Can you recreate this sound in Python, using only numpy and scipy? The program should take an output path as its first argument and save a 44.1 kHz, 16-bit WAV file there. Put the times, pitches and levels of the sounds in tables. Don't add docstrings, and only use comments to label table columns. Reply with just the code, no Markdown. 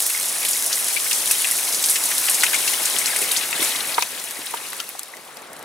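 import sys
import numpy as np
from scipy import signal
from scipy.fft import rfft, irfft
from scipy.io import wavfile
from scipy.ndimage import uniform_filter1d

SR = 44100
rng = np.random.default_rng(int(sys.argv[2]) if len(sys.argv) > 2 else 0)


def file_out(sig):
    cols = np.atleast_2d(sig).T
    lim = np.clip(cols, -1, 1)
    pcm = np.round(lim * 32767).astype(np.int16)
    wavfile.write(sys.argv[1], SR, pcm)


def makeup_ratio(level_db):
    decades = np.asarray(level_db, float) / 20
    return 10 ** decades


N = 248720
TIME = np.arange(N) / SR
VALLEY_S = 4.91


def evened(x):
    return x / np.sqrt(np.mean(x ** 2) + 1e-20)


def read(points, hz):
    f, value = np.transpose(points)
    return np.interp(np.log(hz + 1), np.log(f + 1), value)


def add(mix, start_s, sound):
    part = mix[..., round(start_s * SR):][..., :sound.shape[-1]]
    part += sound[..., :part.shape[-1]]


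def band(x, hz, width_hz):
    b, a = signal.iirpeak(min(hz, SR / 2.2), max(hz / width_hz, .3), SR)
    return signal.lfilter(b, a, x)


def coloured(x, points):
    gain = makeup_ratio(read(points, np.fft.rfftfreq(N, 1 / SR)))
    return evened(irfft(rfft(x) * gain, N))


def wash(patch_db, gust_db):
    frames = N // 128 + 5
    a, b, patches = rng.standard_normal((frames, 257, 3)).T
    patches = uniform_filter1d(patches, size=8, axis=0)
    patches = evened(uniform_filter1d(patches, size=12, axis=1))
    surges = evened(uniform_filter1d(rng.standard_normal(frames), size=16))
    z = (a + 1j * b) * makeup_ratio(patch_db * patches + gust_db * surges)
    return evened(signal.istft(z, nperseg=512, noverlap=384)[1][:N])


def patter(per_s, spread_db, lo_hz, hi_hz, cycles, tail_s):
    excess = np.minimum(rng.exponential(1, N), 3)
    size = makeup_ratio(spread_db * excess) * (rng.random(N) < per_s / SR)
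    kind = rng.integers(0, 24, N)
    t, out = np.arange(1500) / SR, np.zeros(N)
    for k, hz in enumerate(np.geomspace(lo_hz, hi_hz, num=24)):
        drive = 0.57 * rng.standard_normal(len(t)) * np.exp(-t / tail_s)
        drive[0] = 2
        grain = band(drive, hz, hz / cycles)
        grain = grain / np.linalg.norm(grain) * np.sqrt(hz)
        out += signal.oaconvolve(size * (kind == k), grain)[:N]
    return evened(out)


def burst(peak_db, t60, x):
    t = np.arange(len(x)) / SR
    attack = np.minimum(t / .0004, 1)
    x = x * makeup_ratio(-60 * t / max(t60, .004)) * attack
    return makeup_ratio(peak_db) * x / abs(x).max()


def water_path():
    # start_s, nearness_db, treble_loss_db
    path = [(0, -34.5, -2), (.28, -34.5, -0.5), (.9, -33.5, 0), (1.22, -33, .5), (1.32, -32, -0.5),
            (1.52, -33, 0), (2.24, -31, 1.5), (2.39, -29, 3), (2.7, -31, 1.5), (3.25, -29, 6),
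            (3.575, -30.5, 7.5), (3.63, -27, 3.5), (3.8, -31.5, 7), (3.93, -31.5, 7), (4.05, -36, 6),
            (4.73, -38, 7.5), (4.87, -40.5, 7), (5.05, -46, 6.5)]
    s, nearness_db, treble_loss_db = np.transpose(path)
    return np.interp(TIME, s, nearness_db), np.interp(TIME, s, treble_loss_db)


def fading():
    return 11 * np.maximum(TIME - VALLEY_S, 0)


def spray():
    # pitch_hz, level_db (per Hz)
    colour = [(2000, -33), (3200, -8.5), (4700, -8), (5500, -3.5), (6800, -3.5), (8500, -1.5), (10200, 1),
              (12500, -5), (14500, -10), (16200, -11)]
    hiss = wash(patch_db=1.2, gust_db=.5)
    droplets = patter(600, spread_db=5., lo_hz=4000, hi_hz=14500, cycles=1.5, tail_s=.003)
    nearness_db, treble_loss_db = water_path()
    level_db = 10.5 + nearness_db - treble_loss_db - fading()
    return makeup_ratio(level_db) * coloured(hiss + .5 * droplets, colour)


def splats():
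    # start_s, peak_db, t60_s
    slab_drops = [(.0226, 0, .1), (.065, -3, 0.036), (0.0987, -5, 0.059), (.2853, -11, .07),
                  (.3845, -12, .07), (.4496, -5, 0.12), (0.484, -5, 0.14), (.51, -3.5, .092),
                  (.624, -8, .09), (0.6626, -2, .056), (.7566, -6, .07), (0.7883, -4.5, 0.19),
                  (1.1107, -5.5, .07), (1.274, -4.5, 0.12), (1.3114, 2.5, .07), (1.5118, 1, .08),
                  (1.5667, -9, .07), (1.5855, -4.5, .07), (1.8248, -7, 0.076), (1.86, 0, 0.1),
                  (1.8964, 0, 0.24), (2.182, -1.5, .07), (2.297, 1.5, .15), (2.4932, -11, 0.078),
                  (4.24, -13, .07), (3.162, -5, .11), (3.1882, -6, .08), (3.216, -7, .085),
                  (3.316, -4, 0.17), (3.6277, -5, 0.12)]
    # start_s, peak_db, centre_hz
    moss_slaps = [(0.5318, -4.5, 7000), (.728, -2.5, 5500), (0.8826, -5.5, 8300), (1.044, -10, 8310),
                  (1.13, -4, 7060), (1.725, -6, 6000), (1.746, -5, 7200), (2.054, -5, 8500),
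                  (1.8395, -2, 6100), (1.886, -3, 7220), (1.957, -8, 6830), (2.0383, -6, 9540),
                  (2.236, -9, 10200), (2.271, -6, 8420), (2.3445, -1.5, 7750), (2.4092, -3.5, 5220),
                  (2.434, -2, 8060), (2.543, -1.5, 7400), (2.6782, -3, 5400), (3.059, -2, 6900),
                  (3.37, -4, 6320), (3.7055, -13, 10200), (3.787, -10.5, 10500), (3.871, -11, 10000),
                  (.2563, -12, 9720), (.5661, -12, 9760), (1.412, -12, 9370), (1.6382, -12, 9900),
                  (2.8548, -.5, 8300), (2.986, 1.5, 8300)]
    # start_s, peak_db, centre_hz
    grit_ticks = [(.0034, 1, 8600), (.0649, -2, 12500), (.2114, -5, 7200), (3.993, -8, 10900),
                  (4.0095, -13, 4000), (4.0235, 2, 4000), (4.1994, -14, 5600), (4.3091, -10, 11100),
                  (4.4628, -5.5, 10550), (4.5095, -15, 11200), (4.5462, -11, 9420), (4.7024, -13, 10600),
                  (4.732, -11, 9910), (4.7664, -17, 10200), (4.8015, -6.5, 4300), (4.8104, -15, 9650),
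                  (4.8409, -19, 10200), (4.8908, -8.5, 12500), (4.9933, -6, 7600), (5.0325, -12, 9500),
                  (5.1685, -19, 4980), (5.082, -23, 9500), (5.37, -17.5, 4380), (5.42, -22, 9980),
                  (5.5315, -21, 9740), (5.565, -25, 9000), (5.592, -24, 11500), (5.6266, -24, 10500)]
    wet_crack, dry_crack = 0.3, 0.56
    rows = [(s, db, 9600, t60, wet_crack) for s, db, t60 in slab_drops]
    rows += [(*row, 0.092, wet_crack) for row in moss_slaps]
    rows += [(*row, 0.033, dry_crack) for row in grit_ticks]
    out, t = np.zeros(N), np.arange(4000) / SR
    for (s, db, hz, t60, crack), noise in zip(rows, rng.standard_normal((len(rows), 4000))):
        impact = noise * np.exp(-((t - .0006) / .0004) ** 2)
        snap = band(impact, hz + 500, crack * 22700)
        mist = evened(band(band(noise, hz, 5300), hz, 5300))
        add(out, s, burst(db - 3.0, t60, mist + 8 * np.clip(crack, 0, 1) * snap))
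    return out


def plops():
    # start_s, peak_db, bubble_hz, splatter_share (0-1)
    puddle_drops = [(.1004, -13, 2600, 0.7), (.1473, -13.5, 2100, .2), (.4304, -15, 2230, .6),
                    (.4494, -9.5, 3100, .9), (.7187, -16, 2840, 0.4), (.9655, -11, 2290, 0.06),
                    (1.111, -7.5, 2780, 0.8), (1.3064, -12, 2600, 0.3), (1.4446, -8.5, 2560, 0.55),
                    (1.586, -16, 2300, .45), (1.959, -8.5, 2540, 0.8), (2.1143, -10.5, 2110, 0.9),
                    (2.284, -6.5, 2400, 1), (2.4347, 1, 2020, 0.6), (2.4645, -7, 2750, 0.6),
                    (2.5323, -5.5, 2160, 0.8), (2.5428, -8, 2210, .6), (2.6768, -9.5, 2670, 0.55),
                    (2.739, -16, 2960, .2), (3.1603, -10, 2120, 0.6), (3.2192, -18, 2100, .4),
                    (3.5287, -7, 2650, 0.5), (3.8906, -20, 2430, 0), (3.9807, -11, 2090, .5),
                    (4.0233, -12.5, 2460, 0.15), (4.416, -19.5, 2340, .9), (4.5715, -17, 2840, 0.53),
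                    (4.7311, -18.5, 2010, 0.5), (4.8014, -16, 3130, .8), (5.1377, -23, 1950, 0)]
    # start_s, peak_db, bubble_hz
    film_drips = [(.4853, -8.5, 3150), (.55, -16, 4140), (.567, -14.5, 3910), (1.0003, -11, 3600),
                  (1.275, -12, 3380), (1.481, -10.5, 3750), (1.6526, -19, 3960), (1.7248, -16, 4800),
                  (1.8627, -18, 3970), (1.8956, -12.5, 3320), (2.1806, -8, 4840), (2.2667, -14, 4250),
                  (2.3421, -20, 4080), (2.4076, -11.5, 3940), (2.423, -6, 3900), (2.9198, -15, 3610),
                  (2.965, -6, 3400), (3.0583, -10, 3600), (3.1867, -15.5, 3830), (3.3134, -9.5, 3720),
                  (3.3631, -7, 3900), (3.428, -17, 3950), (3.6042, -15, 4230), (3.7593, -9.5, 4080),
                  (3.805, -8.5, 3780), (3.943, -13, 3940), (4.0094, -15, 3980), (4.4687, -14, 4200),
                  (4.7206, -23, 3760), (5.3692, -31, 4400)]
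    rows = [(*row, 0.055) for row in puddle_drops]
    rows += [(s, db, hz, .5, .125 + 0.03 * db) for s, db, hz in film_drips]
    out, t = np.zeros(N), np.arange(4000) / SR
    for (s, db, hz, share, t60), noise in zip(rows, rng.standard_normal((len(rows), 4000))):
        if s > 3.2:
            t60 = 0.034
        tone = np.sqrt(2) * np.sin(2 * np.pi * hz * (t + 1.5 * t ** 2))
        bubble = tone + .6 * evened(band(noise, hz, 250))
        splatter = evened(band(band(noise, hz, 2400), hz, 2400))
        share = np.clip(share + max(hz / 3000 - 1, 0), 0, 1)
        add(out, s, burst(db - 3.5, t60, (1 - share) * bubble + share * splatter))
    return out


def trickle():
    # pitch_hz, level_db (per Hz)
    colour = [(700, -22), (1300, -4), (2100, 1), (2600, 0.5), (3200, -4), (4000, -1), (4800, -7),
              (6000, -10), (9000, -28)]
    flow = wash(patch_db=0.94, gust_db=-1.0)
    bubbles = patter(200, spread_db=3.5, lo_hz=1185, hi_hz=5050, cycles=7.1, tail_s=0.01)
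    nearness_db, _ = water_path()
    level_db = nearness_db - 0.5 - 0.22 * fading()
    return makeup_ratio(level_db) * coloured(flow + 0.48 * bubbles, colour)


def knocks():
    # start_s, peak_db, pitch_hz, t60_s, left_right_db
    taps = [(2.434, -18, 1490, 0.045, 7), (2.531, -36, 1350, 0.051, 4.0), (3.216, -24.5, 404, 0.073, -8),
            (3.595, -25, 330, 0.068, -10), (3.619, -23.5, 312, 0.036, -9), (3.9814, -6.5, 948, 0.032, 0.5),
            (4.023, -17, 976, 0.023, 1), (4.39, -33, 304, 0.071, -9), (4.539, -16, 940, 0.029, 1.0),
            (4.728, -29, 1160, 0.049, 3), (4.8, -29.5, 1364, 0.082, 9), (4.951, -29.5, 774, 0.023, 0),
            (4.99, -37, 1180, 0.047, 8), (5.369, -38, 695, 0.055, 2)]
    modes = ((1, 4.5), (1.25, -2.5), (0.833, -4.5), (0.474, -3.5), (1.7, -8.5))  # (pitch ratio, dB)
    out, t = np.zeros((2, N)), np.arange(6000) / SR
    for s, db, hz, t60, pan_db in taps:
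        ring = sum(makeup_ratio(mode_db) * np.sin(2 * np.pi * hz * ratio * t) for ratio, mode_db in modes)
        ring *= makeup_ratio(-60 * t / max(t60, .01)) * np.minimum(t / .0012, 1)
        b, a = signal.butter(2, 0.72 * hz, "high", fs=SR)
        ring = signal.lfilter(b, a, ring)
        side = 0.63 * np.roll(ring, 12)
        pair = np.array([makeup_ratio(pan_db / 2) * ring + side, makeup_ratio(-pan_db / 2) * ring - side])
        add(out, s, makeup_ratio(db) / abs(ring).max() * pair)
    return out


def creek():
    # pitch_hz, level_db (per Hz)
    colour = [(15, -67), (25, -34), (284, -6), (319, -6), (471, -3.5), (634, -2), (779, -2), (854, -1.5),
              (1150, -3.5), (2140, -11.5), (2690, -20.5), (3230, -14), (6000, -25), (7800, -49),
              (13200, -120)]
    since_s = TIME - VALLEY_S
    valley = np.clip(since_s * 10, 0, 1) * makeup_ratio(-51 + 14.5 * since_s)
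    nearness_db, _ = water_path()
    near = makeup_ratio(-13 + 0.76 * nearness_db)
    return np.hypot(near, valley) * coloured(wash(patch_db=1.4, gust_db=-0.3), colour)


def swinging(t):
    # start_s, end_s, scatter_db
    swings = [
        (.9, 1.26, 5),
        (2.5, 2.85, 1.5),
        (3.5, 3.72, 4.5),
        (3.93, 4.24, 4.5),
        (4.48, 5.8, 5.5),
    ]
    still_db, rise_s = -4, .08
    raised = []
    for start_s, end_s, db in swings:
        inside = np.clip(np.minimum(t - start_s, end_s - t) / rise_s + .5, 0, 1)
        raised.append(inside * (db - still_db))
    return still_db + np.max(raised, axis=0)


def ports(x):
    # pitch_hz, likeness (0-1)
    likeness = [(60, .995), (150, .985), (400, .95), (900, .9), (2400, .84), (4500, .8), (6000, .91),
                (9000, .95), (15000, .97)]
    # pitch_hz, left_right_db
    left_lean = [(300, .8), (700, 2), (1400, 3.5), (2500, 7), (4600, 7.5), (6200, 1.6), (12000, .4)]
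    # pitch_hz, lead_radians
    left_lead = [(150, .1), (700, .7), (1100, .75), (1750, .25), (2400, .75), (4400, .85), (5200, .05)]
    # start_s, turn_db
    water_turn = [
        (0, 1),
        (.9, 3.5),
        (1.2, 4.5),
        (1.7, 3),
        (2.3, 4.5),
        (2.75, 6.5),
        (3.2, 5),
        (4.1, 5),
        (4.8, 4.5),
        (5.64, 3),
    ]
    full_turn_db = 6
    hz, t, direct = signal.stft(x, SR, nperseg=512)
    echo = 1.9 * direct * np.exp(2j * np.pi * rng.random(direct.shape[::-1]).T)
    echo *= makeup_ratio(np.outer(np.clip(hz / 1500 - 3, 0, 1), swinging(t)))
    same = np.clip(read(likeness, hz), 0, 1)[:, None]
    turn_db = np.interp(t, *np.transpose(water_turn))
    lean = makeup_ratio(np.outer(read(left_lean, hz), turn_db) / full_turn_db / 2)
    lean = lean * np.exp(.5j * read(left_lead, hz))[:, None]
    direct = direct * np.sqrt((1 + same) / 2)
    echo = echo * np.sqrt((1 - same) / 2)
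    pair = np.array([(direct + echo) * lean, (direct - echo) / lean])
    return signal.istft(pair, SR, nperseg=512)[1][:, :N]


def scene():
    water = spray() + splats() + plops() + trickle() + creek()
    return ports(water) + knocks()


def low_pass(x):
    return signal.sosfilt(signal.butter(12, 16870, fs=SR, output="sos"), x)


def record(dry):
    b, a = signal.butter(2, 55, "high", fs=SR)
    x = signal.lfilter(b, a, dry)
    x = 1.1 * np.tanh(x / 1.1)
    edge = signal.firwin(401, 15800, window=("kaiser", 5), fs=SR)
    return low_pass(signal.oaconvolve(x, edge[None], "same"))


dry = scene()
out = record(dry)
file_out(out)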